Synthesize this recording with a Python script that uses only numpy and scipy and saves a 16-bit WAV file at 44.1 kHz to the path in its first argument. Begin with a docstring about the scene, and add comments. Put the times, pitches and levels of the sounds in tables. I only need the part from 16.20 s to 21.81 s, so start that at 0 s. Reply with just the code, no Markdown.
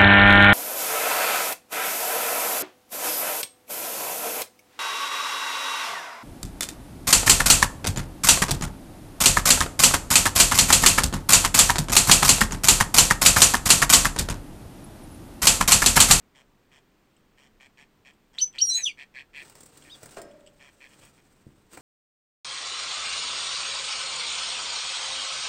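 """A quiet room, one microphone close to two budgerigars in a wire cage.
The birds mutter in short buzzy bursts throughout. Two seconds in, one gives two loud chirps, the
second running on into a squawk from both sides of its syrinx at once. Then feathers rustle, beaks and
claws tick on the wire, and a bird peeps softly. Near four seconds the cage is bumped and rings;
a dull thump comes shortly before the end."""
import sys
import numpy as np
from scipy import signal
from scipy.fft import rfft, irfft, next_fast_len
from scipy.io import wavfile
from scipy.ndimage import uniform_filter1d

SR = 44100
rng = np.random.default_rng(int(sys.argv[2]) if len(sys.argv) > 2 else 0)


def unload_wav(signal):
    """Save mono or channel-first audio to the path in sys.argv[1] as 16-bit WAV at rate SR, clipped to [-1, 1]."""
    wavfile.write(
        sys.argv[1],
        SR,
        np.round(np.clip(np.atleast_2d(signal).T, -1, 1) * 32767).astype(np.int16),
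    )


N = 247401
TIME = np.arange(N) / SR

# dull spectrum of feet on the perch and knocks on the wire: frequency_hz, level_db
SCUFF_SPECTRUM = [(35, -18), (60, -1), (173, 2.5), (237, 1), (390, 0.5), (643, -2.5), (1090, -7.5),
                  (1320, -5), (2500, -10), (3250, -52), (5500, -120)]


def amp(db):
    """Decibels to gain."""
    return 10 ** (np.asarray(db) / 20)


def unit(x):
    """Scales to rms 1."""
    return x / np.sqrt(np.mean(x ** 2) + 1e-20)


def read(points, hz):
    """Reads a curve on a log-frequency axis."""
    f, value = np.transpose(points)
    return np.interp(np.log(hz + 1), np.log(f + 1), value)


def add(mix, start_s, sound):
    """Mixes a sound in at its start time."""
    part = mix[max(round(start_s * SR), 0):][:len(sound)]
    part += sound[:len(part)]


def colour(x, spectrum, size=4096):
    """Causal filter of unit energy, shaped by rows of frequency_hz, level_db."""
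    log_gain = np.log(amp(read(spectrum, abs(np.fft.fftfreq(size, 1 / SR)))))
    taps = np.fft.ifft(np.exp(np.conj(signal.hilbert(log_gain)))).real[:size // 2]
    return signal.oaconvolve(x, taps / np.linalg.norm(taps))[:len(x)]


def wander(rate_hz):
    """Smooth random drift of rms 1, up to about the given rate."""
    size = next_fast_len(N, True)
    lowpass = np.exp(-(np.fft.rfftfreq(size, 1 / SR) / rate_hz) ** 2)
    return unit(irfft(rfft(rng.standard_normal(size)) * lowpass, size)[:N])


def sine(hz):
    """A tone of rms 1 that follows a pitch curve."""
    return np.sqrt(2) * np.sin(2 * np.pi * np.cumsum(hz) / SR)


def contour(rows):
    """Sample times, pitch and gain of a note drawn through points, with soft ends."""
    times, pitch, db = np.transpose(rows)
    t = np.arange(times[0], times[-1], 1 / SR)
    fade = np.clip(np.minimum(t - times[0], times[-1] - t) / 0.0027, 0, 1)
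    return t, np.interp(t, times, pitch), amp(np.interp(t, times, db)) * fade


def room_tone(level_db=-63.5):
    """The steady hush of the house."""
    # spectrum of the hush: frequency_hz, level_db
    hush = [(15, -7.5), (27, 5), (55, -11), (100, -6.5), (200, -4.5), (400, -9), (600, -15.5),
            (1000, -16.5), (2500, -22), (6000, -31), (8500, -32), (10500, -41.5), (12500, -39.5),
            (14500, -30.5), (15800, -38)]
    spectrum = amp(read(hush, np.fft.rfftfreq(N, 1 / SR)))
    return amp(level_db) * unit(irfft(rfft(rng.standard_normal(N)) * spectrum, N))


def room(x, tail_db=-12, early_db=-14):
    """Close walls throw a few echoes back to the microphone, then a short tail dies away."""
    # decay of the room: frequency_hz, t60_s
    decay = [(200, 0.63), (2000, 0.11), (6000, 0.15), (11500, 0.16), (15000, 0.041)]
    size = SR // 2
    echoes = rng.choice([-1., 1.], size) * (rng.random(size) < 3000 / SR) * (TIME[:size] > .006)
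    hz, t, bands = signal.stft(echoes, SR, nperseg=256)
    tail = signal.istft(bands * amp(-60 * t / read(decay, hz)[:, None]), SR, nperseg=256)[1]
    response = amp(tail_db) * tail / np.linalg.norm(tail)
    for delay_s, gain in [(.0021, .8), (.0047, -.7), (.0093, .6), (.0142, .6)]:
        response[round(delay_s * SR)] += gain * amp(early_db)
    return x + signal.fftconvolve(x, response)[:N]


def thump(start_s=5.267, level_db=-36.5, t60=0.031):
    """A soft low knock on the housing, with no ring to speak of."""
    out, t = np.zeros(N), TIME[:SR // 4]
    modes = [(135, -1.5), (195, 2.5), (300, -3.0), (430, -14.5)]
    body = sum(amp(db) * np.sin(2 * np.pi * hz * t) for hz, db in modes)
    add(out, start_s, body * amp(level_db - 60 * t / t60) * (1 - np.exp(-t / 0.0013)))
    return out


def rustle(grain_db=2.5, stroke_db=2.5):
    """Feathers brush past each other in quick uneven strokes; the feet scuff the perch with each one."""
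    # how hard the birds shift about: time_s, vigour_db
    stirring = [(3.14, -66), (3.246, -54.5), (3.3, -62.5), (3.43, -61), (3.52, -62.5), (3.85, -58),
                (3.99, -55), (4.06, -78), (4.351, -75), (4.58, -71), (4.86, -59.5), (4.93, -69),
                (5.481, -77.5), (5.541, -52), (5.61, -58)]
    # swish of feathers: frequency_hz, level_db
    feather_spectrum = [(710, -30), (1200, -4), (1320, -27), (1950, -39), (2470, -7), (2720, -0.5),
                        (3170, -4.5), (4380, -3.5), (6960, -4), (8270, 3.5), (11600, -22.5), (13900, -8.5),
                        (15800, -13)]
    times, db = np.transpose(stirring)
    onset = np.clip((TIME - times[0]) / 0.021, 0, 1)
    strokes = amp(np.interp(TIME, times, db)) * unit(amp(stroke_db * wander(41))) * onset
    barbs = unit(rng.standard_normal(N) * amp(grain_db * wander(1500)))
    scuff = colour(rng.standard_normal(N) * strokes, SCUFF_SPECTRUM)
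    return colour(barbs * strokes, feather_spectrum) + scuff


def beak_clicks(t60=0.035):
    """The mandibles slip over each other and the beak's hollow rings."""
    # slips of the mandibles: start_s, level_db
    clicks = [(0.965, -60), (1.934, -65), (2.276, -55), (2.328, -56.5), (3.623, -49), (4.113, -58),
              (4.206, -59.5), (4.263, -51.5), (4.273, -49.5)]
    # resonances of the hollow: frequency_hz, level_db
    cavity = [(1000, -21), (2700, -2), (3300, 6.5), (3900, -16), (5400, -4.5), (6200, -19.5), (8000, 3),
              (9500, -26), (15000, -26.5)]
    slips, t = np.zeros(N), TIME[:SR // 8]
    for start, db in clicks:
        add(slips, start, rng.standard_normal(len(t)) * amp(db - 60 * t / t60))
    return colour(slips, cavity)


def wire_ticks(tick_db=-3, tick_t60=0.033, knock_db=-4, knock_t60=0.036):
    """Beaks and claws catch the wire: a bright scratch over a small knock."""
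    # pecks rise fast, scrapes slowly: start_s, level_db, knock_offset_db, rise_s
    contacts = [(3.295, -45, -4, 0.0045), (3.3521, -42.5, -2, 0.0017), (3.404, -41, -9.5, 0.0041),
                (3.43, -42.5, -5.5, 0.0038), (3.456, -43, -7, 0.0059), (3.571, -41.5, -14, .004),
                (3.8306, -37.5, 0, 0.00063), (3.857, -39.5, -2, 0.002), (3.908, -45, -15, 0.0037),
                (4.0165, -36.5, -11, 0.00023), (4.849, -47.5, -21, .003), (5.531, -42, -4, .002),
                (5.571, -40.5, 4, .004)]
    # scratch on wire: frequency_hz, level_db
    scratch_spectrum = [(1500, -17.5), (3300, -5), (4000, -6.5), (5200, -0.5), (6300, -4.5), (8300, 7.5),
                        (10000, -5), (12000, -18.5), (15500, -1.5)]
    scratches, knocks = np.zeros((2, N))
    t = TIME[:SR // 10]
    for start, db, offset_db, rise in contacts:
        scratch, knock = rng.standard_normal((2, len(t))) * np.minimum(t / rise, 1)
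        dying = np.maximum(t - rise, 0)
        add(scratches, start, scratch * amp(db + tick_db - 60 * dying / tick_t60))
        add(knocks, start, knock * amp(db + offset_db + knock_db - 60 * dying / knock_t60))
    return colour(scratches, scratch_spectrum) + colour(knocks, SCUFF_SPECTRUM)


def cage_bump(ring_db=-42, rattle_db=-2, rattle_t60=0.076, shiver_db=-15, shiver_t60=1.0, waver_db=5):
    """Loose parts of the bumped cage rattle and shiver; the hardest jolt rings its panels and wires."""
    # jolts to the cage: start_s, level_db, contact_s
    jolts = [(3.963, -45, 0.0021), (3.969, -35, 0.00075), (3.983, -51, 0.0015)]
    # modes of panels and wires: frequency_hz, level_db, t60_s
    modes = [(393, -6, .25), (576, -9, 1.3), (612, -10, 1.1), (668, 4, .35), (1010, -11, .15),
             (1290, -9, .2), (1599, -15, .45), (1863, -16, .4), (3408, -26, .35), (5216, -11, .33)]
    rattle_spectrum = [(100, -3.5), (400, 7), (500, 1.5), (680, 2), (900, -5), (1800, -7),
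                       (4000, -19), (8500, -22), (12000, -47)]
    out, t = np.zeros(N), TIME[:SR]
    decay = amp(rattle_db - 60 * t / rattle_t60) + amp(shiver_db - 60 * t / shiver_t60)
    for start, db, contact in jolts:
        shake = rng.standard_normal(len(t)) * decay * (1 - np.exp(-t / contact))
        add(out, start, amp(db) * colour(shake, rattle_spectrum))
    start, _, contact = max(jolts, key=lambda row: row[1])
    ring = sum(amp(db - 60 * t / t60 + waver_db * wander(30)[:len(t)]) * np.sin(2 * np.pi * hz * t)
               for hz, db, t60 in modes)
    add(out, start, amp(ring_db) * ring * (1 - np.exp(-t / contact)))
    return out


def peep():
    """A soft nasal note of which the throat passes mostly the third and fourth harmonics."""
    # arch of the unheard fundamental: time_s, pitch_hz, level_db
    arch = [(3.696, 960, -51), (3.706, 1135, -51.5), (3.721, 1270, -49), (3.738, 1220, -47.5),
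            (3.755, 1080, -51)]
    t, hz, gain = contour(arch)
    out = np.zeros(N)
    for harmonic, db in [(3, 0), (4, -9), (5, -18)]:
        add(out, t[0], gain * amp(db) * sine(harmonic * hz))
    return out


def burst(t, length, db, threshold_db, rise_db_per_s=678.5, sag_db_per_s=41.5, fall_db_per_s=701.5):
    """Gain of a burst of chatter: it climbs from the threshold of sounding, sags and dies back."""
    climb = threshold_db + rise_db_per_s * t
    fall = threshold_db + fall_db_per_s * (length - t)
    level = np.minimum(db - sag_db_per_s * t, np.minimum(climb, fall))
    return amp(level) * signal.windows.tukey(len(t), .1)


def chatter(pulse_hz=137, voice_db=-10, rasp_db=9, puff_share=0.7, snap_db=-1, uneven_db=1.2,
            pip_hz=1800, arch_hz=900, pip_s=0.001, second_db=-19):
    """Trains of tiny arched pips, each with a snap and a puff of air, which dominate soft bursts."""
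    # bursts of muttering: start_s, length_s, pip_db, air_db
    mutters = [(.147, 0.075, -58.5, -67), (.514, 0.082, -55.5, -68.5), (1.172, 0.11, -60, -69),
               (1.398, 0.076, -52, -68.5), (1.571, 0.072, -50, -68), (1.847, 0.07, -49, -68.5),
               (2.13, 0.069, -80, -67.5), (2.335, 0.048, -44, -61), (2.553, 0.079, -34.5, -63),
               (2.771, 0.077, -36, -64.5), (2.938, 0.091, -35.5, -65), (3.13, 0.11, -34, -67),
               (3.647, 0.049, -52, -80), (4.393, 0.11, -52, -66), (4.602, 0.076, -45.5, -68),
               (4.703, 0.044, -60, -72), (4.811, 0.078, -57.5, -70), (4.976, 0.03, -66, -72)]
    # throat resonances that shape the pips: frequency_hz, level_db
    throat = [(900, -18.5), (1350, -17.5), (1700, 9.5), (2100, -1), (2600, 0), (2850, -14.5), (3250, 1.5),
              (3700, 5), (4300, 9), (5500, -15.5), (11000, -50)]
    # airy rasp: frequency_hz, level_db
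    rasp = [(300, -11), (600, 2.5), (1000, 3), (1350, -4.5), (1900, 4.5), (2600, -2.5), (3200, 8),
            (3800, -12), (4900, -8.5), (5500, -1), (6200, -9.5), (7400, -6), (8500, -6.5), (9600, -24),
            (15500, -23.5)]
    pips, puffs = np.zeros((2, N))
    drift, strength, sway = wander(110), amp(uneven_db * wander(120)), wander(220)
    for start, length, pip_db, air_db in mutters:
        t = np.arange(0, length, 1 / SR)
        at = np.round((start + t) * SR).astype(int)
        cycle = np.cumsum(pulse_hz * (1 + 0.055 * drift[at])) / SR % 1 - .5
        lag = cycle / pulse_hz  # time from the middle of the pip
        phase = 2 * np.pi * (pip_hz * lag + arch_hz * pip_s * np.tanh(lag / pip_s) + .08 * sway[at])
        tone = np.sin(phase) + amp(second_db) * np.sin(2 * phase)
        pip = unit(tone * np.cos(np.pi * cycle) / np.cosh(lag / pip_s))
        add(pips, start, pip * burst(t, length, pip_db, threshold_db=-54))
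        snap = unit(np.diff(np.floor(cycle), prepend=0).clip(0))  # one click in mid-cycle
        puff = unit(rng.standard_normal(len(t)) / np.cosh(2 * cycle / puff_share))
        add(puffs, start, unit(puff + amp(snap_db) * snap) * burst(t, length, air_db, threshold_db=-77))
    voice = amp(voice_db) * colour(pips * strength, throat)
    return voice + amp(rasp_db) * colour(puffs * strength, rasp)


def whistle(start, length, db, from_hz, to_hz, glide_s, attack_s, rise_db, sag_db_per_s):
    """Sample times, pitch and gain: the pitch settles along an S-curve, the level swells, then sags."""
    t = np.arange(0, length, 1 / SR)
    hz = to_hz + (from_hz - to_hz) / (1 + (t / glide_s) ** 3)
    level = db - rise_db * np.maximum(1 - t / attack_s, 0) - sag_db_per_s * np.maximum(t - attack_s, 0)
    fade = np.clip(np.minimum(t, length - t) / 0.0034, 0, 1)
    return start + t, hz, amp(level) * fade


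def song(join_after_s=.019, join_s=.019, leap_after_s=.0335, scoop_hz=810):
    """Whistles for the upper- and lower-pitched sides of the syrinx: two chirps, then the squawk."""
    # chirps and their held notes: start_s, note_pitch_hz, note_level_db, note_length_s
    calls = [(2.178, 6055, -17.5, 0.037), (2.378, 5685, -14.5, .056)]
    # the squawk, one curve a side: time_s, pitch_hz, level_db
    upper_squawk = [(2.468, 5724, -34.5), (2.5, 5657, -23.5), (2.53, 6220, -37.5), (2.553, 6634, -29.5),
                    (2.582, 6610, -26), (2.6, 6750, -45.5), (2.63, 6120, -40), (2.644, 5972, -18.5),
                    (2.664, 5880, -55.5)]
    lower_squawk = [(2.44, 5300, -68), (2.466, 4570, -41), (2.486, 4340, -42), (2.503, 4092, -28),
                    (2.55, 4015, -20), (2.6, 4028, -35), (2.64, 3745, -62.5), (2.655, 3597, -28),
                    (2.669, 3224, -23), (2.696, 2412, -37.5), (2.722, 2180, -52)]
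    upper, lower = [], []
    for start, hz, db, length in calls:
        # a fast upward sweep opens the chirp
        upper.append(whistle(start, leap_after_s, db=-28, from_hz=1100, to_hz=4567,
                             glide_s=.0059, attack_s=.0083, rise_db=32, sag_db_per_s=649))
        # the lower side joins in briefly
        lower.append(whistle(start + join_after_s, join_s, db=-30, from_hz=2800, to_hz=3120,
                             glide_s=.0053, attack_s=.0094, rise_db=21, sag_db_per_s=302))
        # the upper side leaps and scoops into the held note
        upper.append(whistle(start + leap_after_s, length, db, from_hz=hz - scoop_hz, to_hz=hz,
                             glide_s=.0032, attack_s=.01, rise_db=13.5, sag_db_per_s=398.5))
    return upper + [contour(upper_squawk)], lower + [contour(lower_squawk)]


def membrane(whistles, glide_rough=0.025, flutter_db=1.0):
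    """One side of the syrinx: steady when held, rough and stuttering while its pitch slides."""
    hz, gain, slide = np.zeros((3, N))
    for t, pitch, level in whistles:
        pitch = uniform_filter1d(pitch, size=90, mode="nearest")
        hz[round(t[0] * SR):][:len(t)] = pitch
        add(gain, t[0], level)
        hz_per_s = np.gradient(pitch) * SR
        add(slide, t[0], uniform_filter1d(np.tanh((hz_per_s / 32000) ** 2), size=120))
    stutter_hz = 280 + 40 * wander(100)
    stutter = 1 + .6 * slide * np.sin(2 * np.pi * np.cumsum(stutter_hz) / SR)
    hz = hz * (1 + glide_rough * (slide + 0.027) * wander(350))
    return hz, gain * stutter * amp(flutter_db * wander(250)), slide


def chirps(overtone_db=-2.5, growth=0.47, growth_per_order=0.24, air_db=-46, slide_bright_db=3,
           patchy_db=3, patchy_hz=45):
    """Both sides of the syrinx share one airstream, adding overtones and sum and difference tones."""
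    # overtones and combination tones: upper_multiple, lower_multiple, level_db
    partials = [(2, 0, -43.5), (3, 0, -57), (0, 2, -32), (0, 3, -46), (0, 4, -58), (1, 1, -42),
                (2, -1, -46.5), (-1, 3, -38.5), (1, 2, -56.5), (2, 1, -45.5), (1, -1, -52), (-1, 2, -50.5)]
    # how the beak radiates them: frequency_hz, gain_db
    beak = [(1500, -13), (3000, -2), (5500, -16), (8200, -6.5), (9500, -3.5), (10600, -13), (11900, -21.5),
            (13300, -8), (15500, -16.5), (17000, -74)]
    upper_whistles, lower_whistles = song()
    upper_hz, upper_gain, upper_slide = membrane(upper_whistles)
    lower_hz, lower_gain, lower_slide = membrane(lower_whistles)
    out = upper_gain * sine(upper_hz) + lower_gain * sine(lower_hz)
    slide = np.maximum(upper_slide, lower_slide)
    for m, n, db in partials:
        drive = np.sqrt(upper_gain * lower_gain) if m and n else upper_gain if m else lower_gain
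        hz = abs(m * upper_hz + n * lower_hz)
        steepness = growth + growth_per_order * (abs(m) + abs(n) - 2)  # high orders need more drive
        swell_db = patchy_db * wander(patchy_hz)  # each swells and fades on its own
        level_db = overtone_db + db + read(beak, hz) + slide_bright_db * slide + swell_db
        out += amp(level_db) * (drive / amp(-24.5)) ** steepness * sine(hz)
    # air hisses through the syrinx while the pitch slides; held notes are almost pure
    flow = np.tanh((upper_gain * (upper_slide + .05) + lower_gain * (lower_slide + .05)) / amp(-32))
    hiss = [(700, -17.5), (1500, -21), (3000, -6.5), (6000, 1.5), (8500, -8), (10500, -27), (15000, -21)]
    return out + amp(air_db) * colour(rng.standard_normal(N), hiss) * flow


def scene():
    """Birds and cage close up, in mono, with the room behind them."""
    voices = chirps() + peep() + chatter()
    movement = rustle() + beak_clicks() + wire_ticks() + cage_bump() + thump()
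    return (room(voices + movement) + room_tone())[None]


def record(dry):
    """The recorder's band ends at 16 kHz."""
    lowpass = signal.firwin(511, 16000, window=("kaiser", 9), fs=SR)
    return signal.oaconvolve(dry, lowpass[None], "same")


dry = scene()
out = record(dry)
unload_wav(out)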